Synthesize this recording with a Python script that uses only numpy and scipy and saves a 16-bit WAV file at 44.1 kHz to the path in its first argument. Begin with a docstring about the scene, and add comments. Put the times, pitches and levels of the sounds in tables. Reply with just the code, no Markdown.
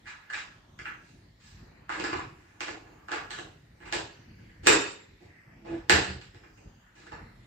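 """A long sheet-metal light fixture knocks and rattles as it is rolled over and set down on cloth-covered tables.
Each knock is a dispersed blow plus loose-part rattle, driving the bending modes of the housing.
Friction slips make the rubbing, stick-slip the groan; a table top booms and a small steel part pings.
Beneath lies a wavering rumble and faint hiss. The room is bare and reverberant.
A two-microphone recorder with a noise suppressor hears it from a few metres away."""
import sys
import numpy as np
from scipy import signal
from scipy.fft import rfft, irfft
from scipy.io import wavfile
from scipy.ndimage import uniform_filter1d

SR = 44100
rng = np.random.default_rng(int(sys.argv[2]) if len(sys.argv) > 2 else 0)


def dump_mix(stems):
    """Bounce the given channels to the path in sys.argv[1] as a 16-bit WAV at rate SR."""
    frames = np.atleast_2d(stems).T  # one column per channel
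    limited = np.clip(frames, -1, 1)  # hard clip at full scale
    pcm = np.round(limited * 32767).astype(np.int16)
    wavfile.write(sys.argv[1], SR, pcm)


N = 329366  # length in samples


def gain_of(db):
    """Logarithmic level: decibels to an amplitude ratio."""
    return 10 ** (np.asarray(db) / 20)


def unit(x):
    """Energy normalisation: the summed square becomes one, averaged over the channels."""
    energy = np.mean(np.sum(x ** 2, -1))
    return x / np.sqrt(energy + 1e-20)


def read(points, hz):
    """Interpolation of a table along a logarithmic frequency axis."""
    table_hz, value = np.transpose(points)
    return np.interp(np.log(hz + 1), np.log(table_hz + 1), value)


def add(mix, start_s, sound):
    """Superposition: mixes a sound in at its start time."""
    part = mix[max(round(start_s * SR), 0):][:len(sound)]
    part += sound[:len(part)]


def colour(x, points):
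    """Minimum-phase filtering: a causal response with the given spectrum keeps attacks sharp."""
    hz = abs(np.fft.fftfreq(8192, 1 / SR))
    log_gain = np.log(gain_of(read(points, hz)))
    # the Hilbert transform of the log gain gives the minimum phase
    spectrum = np.exp(np.conj(signal.hilbert(log_gain)))
    taps = np.fft.ifft(spectrum).real[:4096]
    return np.apply_along_axis(lambda v: signal.oaconvolve(v, taps)[:len(v)], -1, x)


def registers(x):
    """Band splitting: hollow, middle and tinny registers, each of unit energy."""
    split = []
    for hz, kind in [(700, "low"), ([750, 3200], "band"), (3400, "high")]:
        sos = signal.butter(3, hz, kind, fs=SR, output="sos")
        split.append(unit(signal.sosfilt(sos, x)))
    return split


def ring(modes, t, spread_db):
    """Modal superposition: decaying sines, whose weights and signs vary with the place of contact."""
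    hz, db, t60_s = np.transpose(modes)[:, :, None]
    db = db + spread_db * rng.standard_normal(hz.shape)
    sign = rng.choice([-1, 1], hz.shape)
    decay = gain_of(db - 60 * t / t60_s)
    return unit((sign * decay * np.sin(2 * np.pi * hz * t)).sum(0))


# Likeness of the sound field at the two microphones: pitch_hz [Hz], coherence [0-1]
COHERENCE = [(60, 1), (130, 1), (260, 0.88), (500, 0), (1000, 0.13), (2000, 0.06), (12000, 0.01)]


def diffuse(pair):
    """Diffuse-field coherence: two unrelated signals are made alike at the microphones in the bass only."""
    a, b = rfft(pair)
    alike = np.clip(read(COHERENCE, np.fft.rfftfreq(pair.shape[1], 1 / SR)), -1, 1)
    right = alike * a + np.sqrt(1 - alike ** 2) * b
    return irfft(np.array([a, right]), pair.shape[1])


# Spectrum of the steady air and building rumble: pitch_hz [Hz], level_db [relative dB per Hz]
AIR_SPECTRUM = [(25, -38.5), (42, 3.5), (71, -11), (90, 2.5), (304, -12.5), (370, -14.5), (429, -18.5),
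                (638, -20.5), (740, -20.5), (1370, -21), (1850, -17.5), (3180, -28), (7380, -35),
                (8560, -44.5), (15500, -44.5)]


def air(level_db=-44.5, waver_db=3.4):
    """Filtered noise: low rumble and faint hiss whose level wavers in patches of time and frequency."""
    hz, _, z = signal.stft(diffuse(rng.standard_normal((2, N))), SR, nperseg=2048)
    patches = rng.standard_normal(z.shape[1:])
    patches = uniform_filter1d(patches, size=40, axis=0, mode="wrap")
    patches = uniform_filter1d(patches, size=12, axis=1, mode="wrap")
    z = z * gain_of(read(AIR_SPECTRUM, hz)[:, None] + waver_db * patches / patches.std())
    noise = unit(signal.istft(z, SR, nperseg=2048)[1][:, :N])
    return gain_of(level_db) * np.sqrt(N) * noise  # sqrt(N) turns unit energy into unit RMS


# Reverberation time of the bare room: pitch_hz [Hz], t60_s [s]
REVERBERATION = [(100, 0.8), (350, 0.72), (900, 0.67), (1700, 0.62), (4500, 0.66), (7500, 0.57),
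                 (12000, 0.39)]


def room(x, direct_db=-6.5, build_s=0.0024, lag_s=0.0006, echoes_per_s=4000):
    """Reverberation: direct sound, reaching the right microphone first, and a dense tail off bare walls."""
    t = np.arange(SR) / SR
    taps = rng.choice([-1., 1.], (2, SR)) * (rng.random((2, SR)) < echoes_per_s / SR)
    hz, at, z = signal.stft(diffuse(taps * (1 - np.exp(-t / build_s))), SR, nperseg=256)
    decay = gain_of(-60 * at / read(REVERBERATION, hz)[:, None])
    response = unit(signal.istft(z * decay, SR, nperseg=256)[1])
    wet = signal.fftconvolve(x[None], response, axes=1)[:, :N]
    # long waves reach both microphones alike, so only the rest is delayed
    bass = signal.sosfiltfilt(signal.butter(2, 250, fs=SR, output="sos"), x)
    left = bass + np.roll(x - bass, round(lag_s * SR))
    return wet + gain_of(direct_db) * np.array([left, x])


# Modes of the table top: pitch_hz [Hz], level_db [relative dB], t60_s [s]
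TABLE_MODES = [(79, -5.5, 0.2), (124, -6, 0.17), (190, -5.5, 0.15)]
# Weight landing on a table: start_s [s], level_db [relative dB]
LANDINGS = [(2.134, -41), (4.677, -60.5), (5.899, -29.5), (6.055, -33)]


def thumps(level_db=34, swell_s=0.0095):
    """Softened impact: cloth slows each landing, so the table-top modes swell into a low boom."""
    out, t = np.zeros(N), np.arange(SR // 2) / SR
    for start_s, db in LANDINGS:
        boom = ring(TABLE_MODES, t, spread_db=2) * (1 - np.exp(-t / swell_s))
        add(out, start_s, gain_of(db + level_db) * boom)
    return out


def groan(hz=334, wander=0.0083, overtone_db=-19, top_s=5.75, top_db=-27,
          swell_db_per_s=171.5, fade_db_per_s=292):
    """Stick-slip: as the edge rolls over cloth, slips lock onto a low mode, a wavering tone that swells and fades."""
    t = np.arange(N) / SR - top_s
    drift = uniform_filter1d(rng.standard_normal(N), size=300)
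    phase = 2 * np.pi * np.cumsum(hz * (1 + wander * drift / drift.std())) / SR
    level = gain_of(top_db + np.minimum(swell_db_per_s * t, -fade_db_per_s * t))
    return level * (np.sin(phase) + gain_of(overtone_db) * np.sin(2 * phase))


# Modes of a small steel part, like a spring clip: pitch_hz [Hz], level_db [relative dB], t60_s [s]
CLIP_MODES = [(7300, -5.5, 0.17), (7700, -12, .11), (7620, -0.5, 0.073), (7950, -6.5, 0.017),
              (11020, 3, 0.03), (14500, -3.5, 0.038)]
# Blows that set the part pinging: start_s [s], level_db [relative dB]
PING_TIMES = [(0.334, -57), (3.389, -44.5), (3.937, -28), (4.67, -5.5), (4.687, -19.5), (5.899, -14.5)]


def pings(level_db=14):
    """Modal ringing: a thin, high ring of a small steel part on top of some blows."""
    out, t = np.zeros(N), np.arange(SR // 3) / SR
    for start_s, db in PING_TIMES:
        add(out, start_s, gain_of(db + level_db) * ring(CLIP_MODES, t, spread_db=1))
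    return out


# Dense bending modes of the housing taken together: pitch_hz [Hz], level_db [relative dB per Hz]
HOUSING_SPECTRUM = [(60, -21.5), (160, -15), (240, -10.5), (320, 1), (450, -1), (640, -7.5), (850, -1),
                    (1200, 1.5), (1650, 8), (2600, 0), (3300, -12), (4600, -14.5), (6200, -21),
                    (7600, -19.5), (15000, -25.5)]
# Clearest modes of the housing: pitch_hz [Hz], level_db [relative dB], t60_s [s]
HOUSING_MODES = [(308, -3, 0.25), (333.3, -7, 0.23), (400, -1, 0.2), (441, -10.5, 0.2), (793, -16.5, 0.2),
                 (905, -1.5, 0.08), (1447, 0, 0.15), (1685, 1, 0.08), (1709, 15.5, 0.14), (1934, 6.5, 0.27),
                 (2370, 0.5, 0.15), (2720, -4.5, 0.25), (3846, -15.5, .2)]


def housing(force, ring_db=-10):
    """Linear response: a force yields a short broad clack and the ringing of the clearest modes."""
    modes = ring(HOUSING_MODES, np.arange(SR // 3) / SR, spread_db=2)
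    ringing = unit(signal.oaconvolve(force, modes)[:len(force)])
    return unit(colour(force, HOUSING_SPECTRUM)) + gain_of(ring_db) * ringing


# Force of one slip of skin or cloth: pitch_hz [Hz], level_db [relative dB per Hz]
SLIP_SPECTRUM = [(180, 14.5), (330, -1.5), (900, 0.5), (1500, -2.5), (2500, -1.5), (4000, 3), (7500, 4.5)]
# Strokes of hands and cloth on the housing: start_s [s], length_s [s], level_db [relative dB],
# hollow_db [low share, relative dB], tinny_db [high share, relative dB]
STROKES = [(0.057, 0.059, -39.5, -18, -7), (0.13, 0.23, -54, -21, -14.5), (0.328, 0.083, -38, -17, -7),
           (0.863, 0.054, -42.5, -18.5, -18), (1.008, 0.18, -68.5, -12, 10.5),
           (1.399, 0.19, -54.5, -16.5, 0.5), (1.572, 0.038, -52.5, -17.5, -12),
           (1.894, 0.13, -38.5, -5, -7.5), (2.042, 0.11, -41, -5.5, -10), (2.157, 0.072, -41, -8.5, -8.5),
           (2.362, 0.34, -57, -2.5, -8), (2.625, 0.094, -51.5, -3.5, 0.5), (2.83, 0.23, -55.5, 2.5, -12.5),
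           (3.127, 0.11, -43.5, -5, -11), (3.308, 0.089, -45, -14, -4), (3.801, 0.057, -44.5, -1.5, -11.5),
           (3.845, 0.055, -37.5, -5, -9.5), (4, 0.044, -65.5, -1.5, -16.5), (4.381, 0.16, -56, -1.5, -7.5),
           (4.63, 0.074, -43, 0, -2.5), (5.2, 0.069, -53.5, 8, -2), (5.648, 0.14, -44.5, 2.5, -10),
           (6.95, 0.13, -52, -0.5, -2), (7.127, 0.073, -49.5, -1.5, -13)]


def rubs(level_db=3.5, slips_per_s=1100, spread_db=3.0, skew=0.35, speed_power=0.47):
    """Friction: a stream of tiny uneven slips shakes the housing, louder as the stroke gets faster."""
    sizes = rng.choice([-1, 1], N) * gain_of(spread_db * np.minimum(rng.exponential(1, N), 4))
    slips = sizes * (rng.random(N) < slips_per_s / SR)
    hollow, middle, tinny = registers(housing(colour(slips, SLIP_SPECTRUM)))
    out, t = np.zeros(N), np.arange(N) / SR
    for start_s, length_s, db, hollow_db, tinny_db in STROKES:
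        on = (t > start_s) & (t < start_s + length_s)
        # one arch of speed per stroke; a skew of 1 would be even
        speed = abs(np.sin(np.pi * ((t[on] - start_s) / length_s) ** skew))
        sound = middle[on] + gain_of(hollow_db) * hollow[on] + gain_of(tinny_db) * tinny[on]
        out[on] += gain_of(db + level_db) * np.sqrt(N) * speed ** speed_power * sound
    return out


def blow(t, travel_s):
    """Dispersion: bending waves carry the blow's treble ahead of its bass; travel_s is the delay at 1 kHz."""
    hz = np.fft.rfftfreq(len(t), 1 / SR)
    wave = irfft(np.exp(-4j * np.pi * travel_s * np.sqrt(1000 * hz)), len(t))
    return wave * (t < t[-1] / 2)  # drops what wraps around to the end


# Knocks on the housing: start_s [s], force_db [relative dB], hollow_db [low share, relative dB],
# tinny_db [high share, relative dB], panel_hz [note of the struck panel, Hz],
# panel_db [panel share, relative dB], rattle_db [rattle share, relative dB]
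KNOCK_EVENTS = [(0.3, -29.5, -20.5, -20.5, 1700, 1, 4.5), (0.334, -32.5, -14.5, -14.5, 2427, -5, 1.5),
                (0.789, -32, -17, -15.5, 2000, -7, 9.5), (0.854, -28.5, -24.5, -24.5, 2050, -17, 13.5),
                (1.893, -24.5, -16, -24, 1600, -7.5, -10), (1.999, -28, -8, -15.5, 1300, -7, -5),
                (2.04, -23.5, -11, -18, 1540, -8.5, 0), (2.129, -24, -11, -22, 900, 1, -0.5),
                (2.606, -25.5, -13, -14.5, 1440, -12.5, -7.5), (2.682, -30, -8, -17, 2060, -7, -10.5),
                (3.084, -29, -13.5, -21.5, 1550, -1.5, -3.5), (3.117, -26, -11.5, -15.5, 1620, -4, -14),
                (3.131, -26.5, -12.5, -22, 1393, -6, -2.5), (3.306, -30, -15, -14, 1550, -10.5, -3),
                (3.387, -33.5, -7, -14, 1560, -8.5, -3), (3.925, -26, -9.5, -10, 1810, -2, -9.5),
                (3.937, -29, -6.5, -15.5, 1770, -8.5, -1), (4.663, -24.5, -6, -10, 1816, -9, 14),
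                (4.67, -12, -10.5, -10.5, 1735, -3.5, -5), (4.685, -21, -11.5, -14, 1800, -7.5, -13),
                (5.779, -44, -24.5, -16, 1700, 1, -3.5), (5.896, -14, -10, -9.5, 1577, 3.5, -18),
                (6.214, -39.5, -22.5, -11.5, 1785, -14.5, -15), (6.346, -41, -7.5, -15, 1810, -7.5, -8.5),
                (6.435, -39, -10.5, -22.5, 1783, -13.5, 11), (6.575, -45, -7, -15.5, 2730, -2, 6),
                (7.067, -37.5, -11, -16.5, 1730, -2.5, -3), (7.119, -33.5, -9, -18.5, 1630, -0.5, 16.5)]


def knocks(level_db=26, low_db=8, high_db=11, rattles_per_s=2500, rattle_s=0.0054,
           panel_s=0.00032, crack_db=-1):
    """Impact excitation: a blow and loose-part rattle drive the housing; the panel adds a broad note."""
    out, t = np.zeros(N), np.arange(SR // 2) / SR
    for start_s, db, hollow_db, tinny_db, panel_hz, panel_db, rattle_db in KNOCK_EVENTS:
        grains = rng.standard_normal(len(t)) * (rng.random(len(t)) < rattles_per_s / SR)
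        rattle = unit(grains * np.exp(-t / rattle_s))
        force = blow(t, travel_s=0.001039) + gain_of(rattle_db) * rattle
        hollow, middle, tinny = registers(housing(force))
        note = t * np.exp(-t / panel_s) * np.sin(2 * np.pi * panel_hz * t)
        panel = unit(signal.oaconvolve(middle, note)[:len(t)])
        sound = unit(middle + gain_of(panel_db) * panel)
        sound = sound + gain_of(hollow_db + low_db) * hollow + gain_of(tinny_db + high_db) * tinny
        # bare metal on metal: grows fast as the blow gets tinnier
        crack = unit(np.diff(force, prepend=0))
        sound = sound + gain_of(2 * tinny_db + crack_db) * crack
        add(out, start_s, gain_of(db + level_db) * sound)
    return out


# Treble colouring of the handled sounds, a drop above 8 kHz, deepest near 9.7 kHz:
# pitch_hz [Hz], level_db [dB]
TREBLE_COLOUR = [(7900, 0.5), (8500, -18.5), (9700, -22.5), (10600, -15.5), (12500, -18.5), (15000, -18)]


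def scene(groan_room_db=-11):
    """Superposition: the fixture in its room, a little to the right, with the pings more direct, over the air."""
    tone = groan()
    handling = knocks() + rubs() + thumps() + gain_of(groan_room_db) * tone
    handled = room(handling) + room(pings(), direct_db=3)
    balance = gain_of([[-.7], [.7]])  # left, right
    return colour(handled + tone, TREBLE_COLOUR) * balance + air()


def record(dry, depth_db=-13, knee_db=11, echo_db=-16, echo_s=0.11, low_hz=38, edge_hz=15600):
    """Spectral suppression: turns down what is near the noise floor or seems a late echo, then limits the band."""
    z = signal.stft(dry, SR, nperseg=512)[2]
    power = uniform_filter1d((abs(z) ** 2).mean(0), size=9, axis=0)
    power = uniform_filter1d(power, size=3, axis=1)
    # smoothed power echo_s earlier; one frame steps 256 samples
    earlier = np.roll(uniform_filter1d(power, size=13, axis=1), round(echo_s * SR / 256), axis=1)
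    floor = np.percentile(power, 25, axis=1, keepdims=True)
    knee = floor * gain_of(knee_db) ** 2 + abs(earlier) * gain_of(echo_db) ** 2 + 1e-20
    gain = gain_of(depth_db * knee / (abs(power) + knee))
    quiet = signal.istft(z * gain, SR, nperseg=512)[1][:, :N]
    quiet = signal.sosfilt(signal.butter(6, low_hz, "high", fs=SR, output="sos"), quiet)
    taps = signal.firwin(511, edge_hz, window=("kaiser", 9), fs=SR)
    return signal.oaconvolve(quiet, taps[None], "same")


dry = scene()
out = record(dry)
dump_mix(out)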